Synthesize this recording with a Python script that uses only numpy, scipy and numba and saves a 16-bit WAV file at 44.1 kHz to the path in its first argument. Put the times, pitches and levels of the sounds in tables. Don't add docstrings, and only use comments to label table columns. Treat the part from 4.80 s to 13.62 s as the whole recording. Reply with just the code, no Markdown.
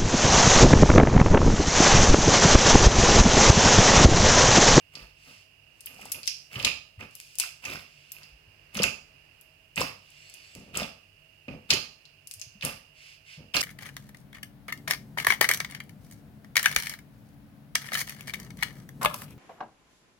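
import sys
import numpy as np
from scipy import signal
from scipy.io import wavfile
from scipy.ndimage import uniform_filter1d
from numba import njit

SR = 44100
rng = np.random.default_rng(int(sys.argv[2]) if len(sys.argv) > 2 else 0)


def inscribe(sig):
    pcm = np.round(np.clip(np.atleast_2d(sig).T, -1, 1) * 32767)
    wavfile.write(sys.argv[1], SR, pcm.astype(np.int16))


N = 388962


def undb(db):
    return 10 ** (np.asarray(db) / 20)


def unit(x):
    return x / np.sqrt(np.mean(x ** 2))


def butter(x, order, hz, kind="low"):
    return signal.lfilter(*signal.butter(order, hz, kind, fs=SR), x)


@njit
def bandpass(x, hz, width_hz):
    y, band, low = np.empty(len(x)), 0., 0.
    g, damping = np.tan(np.pi * hz / SR), width_hz / hz
    for i in range(len(x)):
        v = (band + g * (x[i] + 1e-18 - low)) / (1 + g * (g + damping))
        band, low = 2 * v - band, low + 2 * g * v
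        y[i] = damping * v
    return y


def ring(x, modes):
    return sum(undb(db) * bandpass(x, hz, width_hz) for hz, width_hz, db in modes)


def grains(per_s, spread_db):
    when, strength, polarity = rng.random((3, N))
    size = undb(-spread_db * np.log(1 - strength)) * np.sign(polarity - .5)
    return unit(size * (when < per_s / SR))


def noise_bands(table, shape, n=N):
    hz, value = np.transpose(table)
    out = 0
    for band_hz in 35 * 2 ** np.arange(0, 9, .5):
        weight = shape(np.interp(np.log(band_hz), np.log(hz), value))
        mid, side = (bandpass(rng.standard_normal(n), band_hz, band_hz / 3) for _ in range(2))
        spread = min((band_hz / 600) ** 1.2, 1)
        out = out + weight * (mid + spread * np.array([side, -side]))
    return out


# frequency_hz, relative_density_db
ROOM_TONE = [(40, 7), (100, -10), (160, -28.5), (230, -7.5), (700, -10), (1000, -21.5), (1500, -14.5),
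             (3700, -43.5), (5000, -13.5), (10000, -64.5)]
# pitch_hz, level_db
MOTOR_HUM = [(96.9, -71.5), (145.3, -71), (640.6, -79)]


def background(air_db=-69, rumble_db=-74, whirr_db=-76):
    hum = sum(undb(db) * unit(bandpass(rng.standard_normal(N), hz, 5.6)) for hz, db in MOTOR_HUM)
    rumble = unit(np.array([bandpass(x, 55, 37.8) for x in rng.standard_normal((2, N))]))
    whirr = unit(np.array([bandpass(x, 2830, 160) for x in rng.standard_normal((2, N))]))
    drift = uniform_filter1d(rng.standard_normal(N), SR // 2)
    swell_db = 1.5 * unit(uniform_filter1d(drift, SR // 2))
    air = undb(air_db + swell_db) * unit(noise_bands(ROOM_TONE, undb))
    return air + undb(rumble_db) * rumble + undb(whirr_db) * whirr + hum


def grip(strokes, let_go_s=0.041):
    out, t = np.zeros(N + SR), np.arange(SR // 2) / SR
    for start_s, length_s, rise_s, db in strokes:
        shape = np.minimum(t / rise_s, 1) ** 2 * np.exp(-np.maximum(t - length_s, 0) / let_go_s)
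        at = int(start_s * SR)
        out[at:at + len(t)] += undb(db) * shape
    return out[:N]


# start_s, length_s, suck_db, peel_db
PULLS = [(0.105, 0.13, -57, -58), (0.438, 0.076, -60, -61), (1.024, 0.15, -62, -64.5),
         (1.156, 0.14, -56, -59), (1.332, 0.039, -55, -61), (1.692, 0.16, -46, -48.5),
         (1.83, 0.047, -43.5, -66), (2.185, 0.04, -47, -57.5), (2.581, 0.045, -85, -43.5),
         (2.811, 0.14, -46.5, -45.5), (3.27, 0.18, -72, -62), (3.918, 0.14, -37.5, -46.5),
         (4.955, 0.065, -35.5, -38.5), (5.925, 0.095, -39, -46), (6.885, 0.059, -36.5, -41),
         (7.815, 0.055, -39, -41.5), (8.734, 0.04, -35, -33)]
# centre_hz, width_hz, relative_db
PEEL_BANDS = [(1650, 2750, 10), (4200, 23000, 39.5), (11600, 5900, 8)]
# centre_hz, width_hz, relative_db
SUCK_MODES = [(150, 180, 6.5), (505, 180, 1.5), (856, 22, 1), (1167, 120, 1.5)]
# start_s, level_db
PRESSES = [(5.75, -50), (5.863, -56.5), (6.677, -40.5), (8.581, -53)]


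def squishes(press_s=0.062, press_rise_s=0.00566, peel_rise_share=0.27, suck_rise_share=0.48):
    peel = grip([(s, length, peel_rise_share * length, db) for s, length, _, db in PULLS])
    suck = grip([(s, length, suck_rise_share * length, db) for s, length, db, _ in PULLS])
    push = grip([(s, press_s, press_rise_s, db) for s, db in PRESSES])
    tearing = grains(per_s=900, spread_db=2.7) + 0.3 * rng.standard_normal(N)
    tugs = butter(grains(per_s=700, spread_db=1.8), 2, 1600)
    tugs = unit(ring(tugs, SUCK_MODES))
    padded = unit(butter(tugs, 2, 500))
    shudder = np.array([bandpass((push + suck) * noise, 59, 90) / np.std(bandpass(noise, 45, 35))
                        for noise in rng.standard_normal((2, N))])
    pockets_hz = 700 * 1.4 ** np.arange(7.)
    bubbles = unit(sum(bandpass(grains(per_s=30, spread_db=2.2), hz, hz / 7) for hz in pockets_hz))
    crackle = unit(ring(tearing, PEEL_BANDS)) + undb(-2) * bubbles
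    return push * padded + suck * tugs + peel * crackle, undb(-14) * shudder


def cavity(x, hz, round_below_hz=8000):
    ratio = hz / round_below_hz
    crack = (hz, 1.7 * hz * min(ratio, 1), 0)
    tone = (hz, hz / 9, 7 - 20 * max(ratio - 1, 0))
    return ring(bandpass(x, hz, 1.8 * hz), [crack, tone])


# time_s, peak_db, pitch_hz
POPS = [(0.1537, -22.5, 4530), (0.58, -42, 4900), (1.0075, -25.5, 9000), (1.0598, -15, 12000),
        (1.0699, -31, 2790), (1.145, -32, 9300), (1.2138, -28, 8000), (1.2545, -22.5, 8000),
        (1.3186, -11, 11260), (1.321, -10, 10260), (1.3448, -33, 2700), (1.432, -24.5, 4670),
        (1.458, -23, 5600), (1.47, -19.5, 7740), (1.4764, -8, 5570), (1.757, -22.5, 3000),
        (1.798, -20.5, 3120), (1.827, -20.5, 4500), (1.8484, -7.5, 3740), (1.849, -6, 7150),
        (1.8695, -14, 2496), (2.2091, -31, 2510), (2.353, -20, 11600), (2.586, -10, 10200),
        (2.5551, -24, 8000), (2.5992, -5.5, 8000), (2.8531, -19.5, 6350), (2.8548, -26.5, 2490),
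        (3.3193, -15, 12090), (3.4328, -31, 4900), (3.946, -22, 8990), (3.9715, -17, 6360),
        (3.991, -16.5, 3000), (4.0213, -15, 4750), (4.0332, -5, 7060), (4.038, -13.5, 2645),
        (4.612, -29, 11500), (4.9594, -19.5, 8000), (4.9769, -17.5, 2690), (5.007, -13, 8000),
        (5.0155, -14.5, 5180), (5.304, -35.5, 8900), (5.498, -29.5, 7600), (5.5403, -24, 9300),
        (5.799, -38, 7500), (5.954, -23.5, 2940), (5.9725, -8.5, 7850), (6.031, -22.5, 3490),
        (6.683, -33.5, 2456), (6.9051, -5, 4220), (6.908, -8.5, 6500), (6.915, -13, 4200),
        (6.9302, -14, 3100), (6.9366, -9.5, 6770), (7.2542, -33.5, 4200), (7.473, -20.5, 10100),
        (7.5122, -17.5, 7950), (7.519, -31, 7500), (7.5388, -20, 9600), (7.597, -25, 7550),
        (7.6152, -17.5, 6370), (7.811, -25, 3570), (7.8245, -21, 3170), (7.8501, -8, 9540),
        (8.7425, -16, 2850), (8.7676, -10, 4210), (8.8088, -11, 5500), (8.814, -10, 7450)]


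def pops(rise_share=.9, scatter_ms=6, scatter_db=(-5, -9)):
    t_ms = np.arange(1024) * 1000 / SR
    direct, snaps, scattered = np.zeros(N + 2048), np.zeros(N + 2048), np.zeros((2, N + 2048))
    for time_s, db, hz in POPS:
        rush = rng.standard_normal(len(t_ms))
        decay_ms = 13 * np.exp(0.12 * db) * 1000 / hz
        rise_ms = rise_share * decay_ms
        rush[int(rise_ms * SR / 1000)] = 2.5
        puff = cavity(rush * np.exp(-t_ms / decay_ms) * np.minimum((t_ms + 0.016) / rise_ms, 1), hz)
        puff *= undb(db) / np.abs(puff).max()
        snap = cavity(1. * (t_ms == 0), hz)
        snap *= np.sqrt(np.sum(puff ** 2) / np.sum(snap ** 2))
        echoes = rng.standard_normal((2, len(t_ms))) ** 3 * np.exp(-t_ms / scatter_ms) * (t_ms > .8)
        echoes *= undb(scatter_db)[:, None] / np.linalg.norm(echoes, axis=1, keepdims=True)
        at = int(time_s * SR - rise_ms * SR / 1000)
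        direct[at:at + len(t_ms)] += puff
        snaps[at:at + len(t_ms)] += snap
        scattered[:, at:at + 2 * len(t_ms) - 1] += signal.fftconvolve(snap[None], echoes, axes=1)
    return direct[:N], snaps[:N], scattered[:, :N]


# start_s, level_db, pitch_hz
GULPS = [(0.209, -39.5, 43.7), (1.192, -35, 650), (1.256, -30.5, 730), (1.76, -25.5, 110),
         (1.873, -21.5, 1060), (2.177, -33, 87.3), (2.899, -34.5, 313), (2.956, -28, 1200),
         (3.515, -44.5, 46.4), (3.672, -44, 85), (3.96, -25, 178), (3.999, -18.5, 161), (3.999, -12.5, 436),
         (4.038, -18, 1278), (4.052, -32, 194), (4.975, -24.5, 150), (5.009, -16.5, 448),
         (5.015, -11.5, 910), (5.757, -43, 254), (6.017, -25.5, 177.4), (6.018, -17.5, 563),
         (6.755, -38, 144), (6.92, -26, 122), (6.939, -20, 334), (7.565, -44, 89), (7.665, -41, 104),
         (7.752, -42, 167), (7.838, -25.5, 134), (8.575, -35, 130), (8.749, -29, 587), (8.768, -20, 1290)]


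def gulps(decay_cycles=1.6, glide=.15):
    out, t = np.zeros(N + SR // 4), np.arange(SR // 4) / SR
    for start_s, db, hz in GULPS:
        cycles = hz * t
        bend = 1 + glide * np.minimum(cycles / decay_cycles, 2) / 2
        envelope = np.exp(-cycles / decay_cycles) * np.minimum(cycles, 1)
        at = int(start_s * SR)
        out[at:at + len(t)] += undb(db) * envelope * np.sin(2 * np.pi * cycles * bend)
    return out[:N]


# middle_s, length_s, level_db, centre_hz
SLIDES = [(0.507, 0.34, -59.5, 4900), (1.345, 0.87, -59.5, 7200), (2.448, 0.35, -57, 6200),
          (3.148, 1, -64.5, 4230), (5.555, 0.84, -59, 4440), (8.264, 0.26, -56, 4110),
          (8.523, 0.16, -54, 3820)]


def slides(tick_db=-9):
    out = np.zeros(N + SR)
    ticks = undb(tick_db) * unit(bandpass(grains(per_s=17, spread_db=5.9), 8000, 7000))
    noise = rng.standard_normal(N)
    for middle_s, length_s, db, hz in SLIDES:
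        span = slice(int((middle_s - length_s / 2) * SR), int((middle_s + length_s / 2) * SR))
        hiss = bandpass(bandpass(noise[span], hz, 2 * hz), hz, 2 * hz)
        swell = np.sin(np.linspace(0, np.pi, len(hiss)))
        out[span] += undb(db) * swell * (unit(hiss) + ticks[span])
    return out[:N]


# start_s, length_s, level_db, pitch_hz
SQUEAKS = [(5.34, 0.21, -65, 7700), (5.4, 0.16, -64, 4400), (5.6, 0.22, -64, 7700), (5.59, 0.13, -63, 4500)]


def squeaks(width_hz=380, climb=.04):
    out = np.zeros(N)
    for start_s, length_s, db, hz in SQUEAKS:
        t = np.arange(int(length_s * SR)) / SR
        waver = uniform_filter1d(rng.standard_normal((2, len(t))), int(SR / width_hz), axis=1)
        phase = 2 * np.pi * hz * t * (1 + climb * (t / length_s - 1) / 2)
        whistle = unit(waver[0] * np.sin(phase) + waver[1] * np.cos(phase))
        at = int(start_s * SR)
        out[at:at + len(t)] += undb(db) * np.sin(np.pi * t / length_s) * whistle
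    return out


# frequency_hz, decay_s
ROOM_DECAY = [(100, 0.55), (300, 0.28), (800, 0.44), (2000, 0.27), (5000, 0.42), (12000, 0.26)]


def room(source, reverb_db=-10.5):
    t = np.arange(SR // 2) / SR
    tail = noise_bands(ROOM_DECAY, lambda decay_s: np.exp(-np.log(1000) * t / decay_s), len(t))
    tail *= 1 - np.exp(-t / 0.000091)
    tail *= undb(reverb_db) / np.sqrt(np.sum(tail ** 2) / 2)
    return signal.fftconvolve(source[None], tail, axes=1)[:, :N]


def scene(shadow_hz=1660, hidden_pops_db=-14, lag_samples=9):
    direct, snaps, scattered = pops()
    squish, shudder = squishes()
    kneading = gulps() + squish + slides() + squeaks()
    left = direct + kneading
    right = butter(np.roll(undb(hidden_pops_db) * direct + kneading, lag_samples), 1, shadow_hz)
    return np.array([left, right]) + scattered + shudder + room(snaps + kneading) + background()


# centre_hz, width_hz, gain_db
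LEFT_INLET = [(2400, 3000, -9.5)]
# centre_hz, width_hz, gain_db
RIGHT_PORT = [(2574, 370, 22.5), (4440, 980, 9.5), (4900, 180, 14.5), (11140, 5100, 7.5)]


def record(dry, hiss_db=-71.5, low_cut_hz=32, top_hz=16200):
    left = dry[0] + ring(dry[0], LEFT_INLET)
    right = butter(dry[1], 2, 3700) + ring(dry[1], RIGHT_PORT)
    out = np.array([left, right]) + undb(hiss_db) * rng.standard_normal((2, N))
    out = butter(out, 2, low_cut_hz, "high")
    return signal.sosfilt(signal.ellip(10, .2, 90, top_hz, fs=SR, output="sos"), out)


dry = scene()
out = record(dry)
inscribe(out)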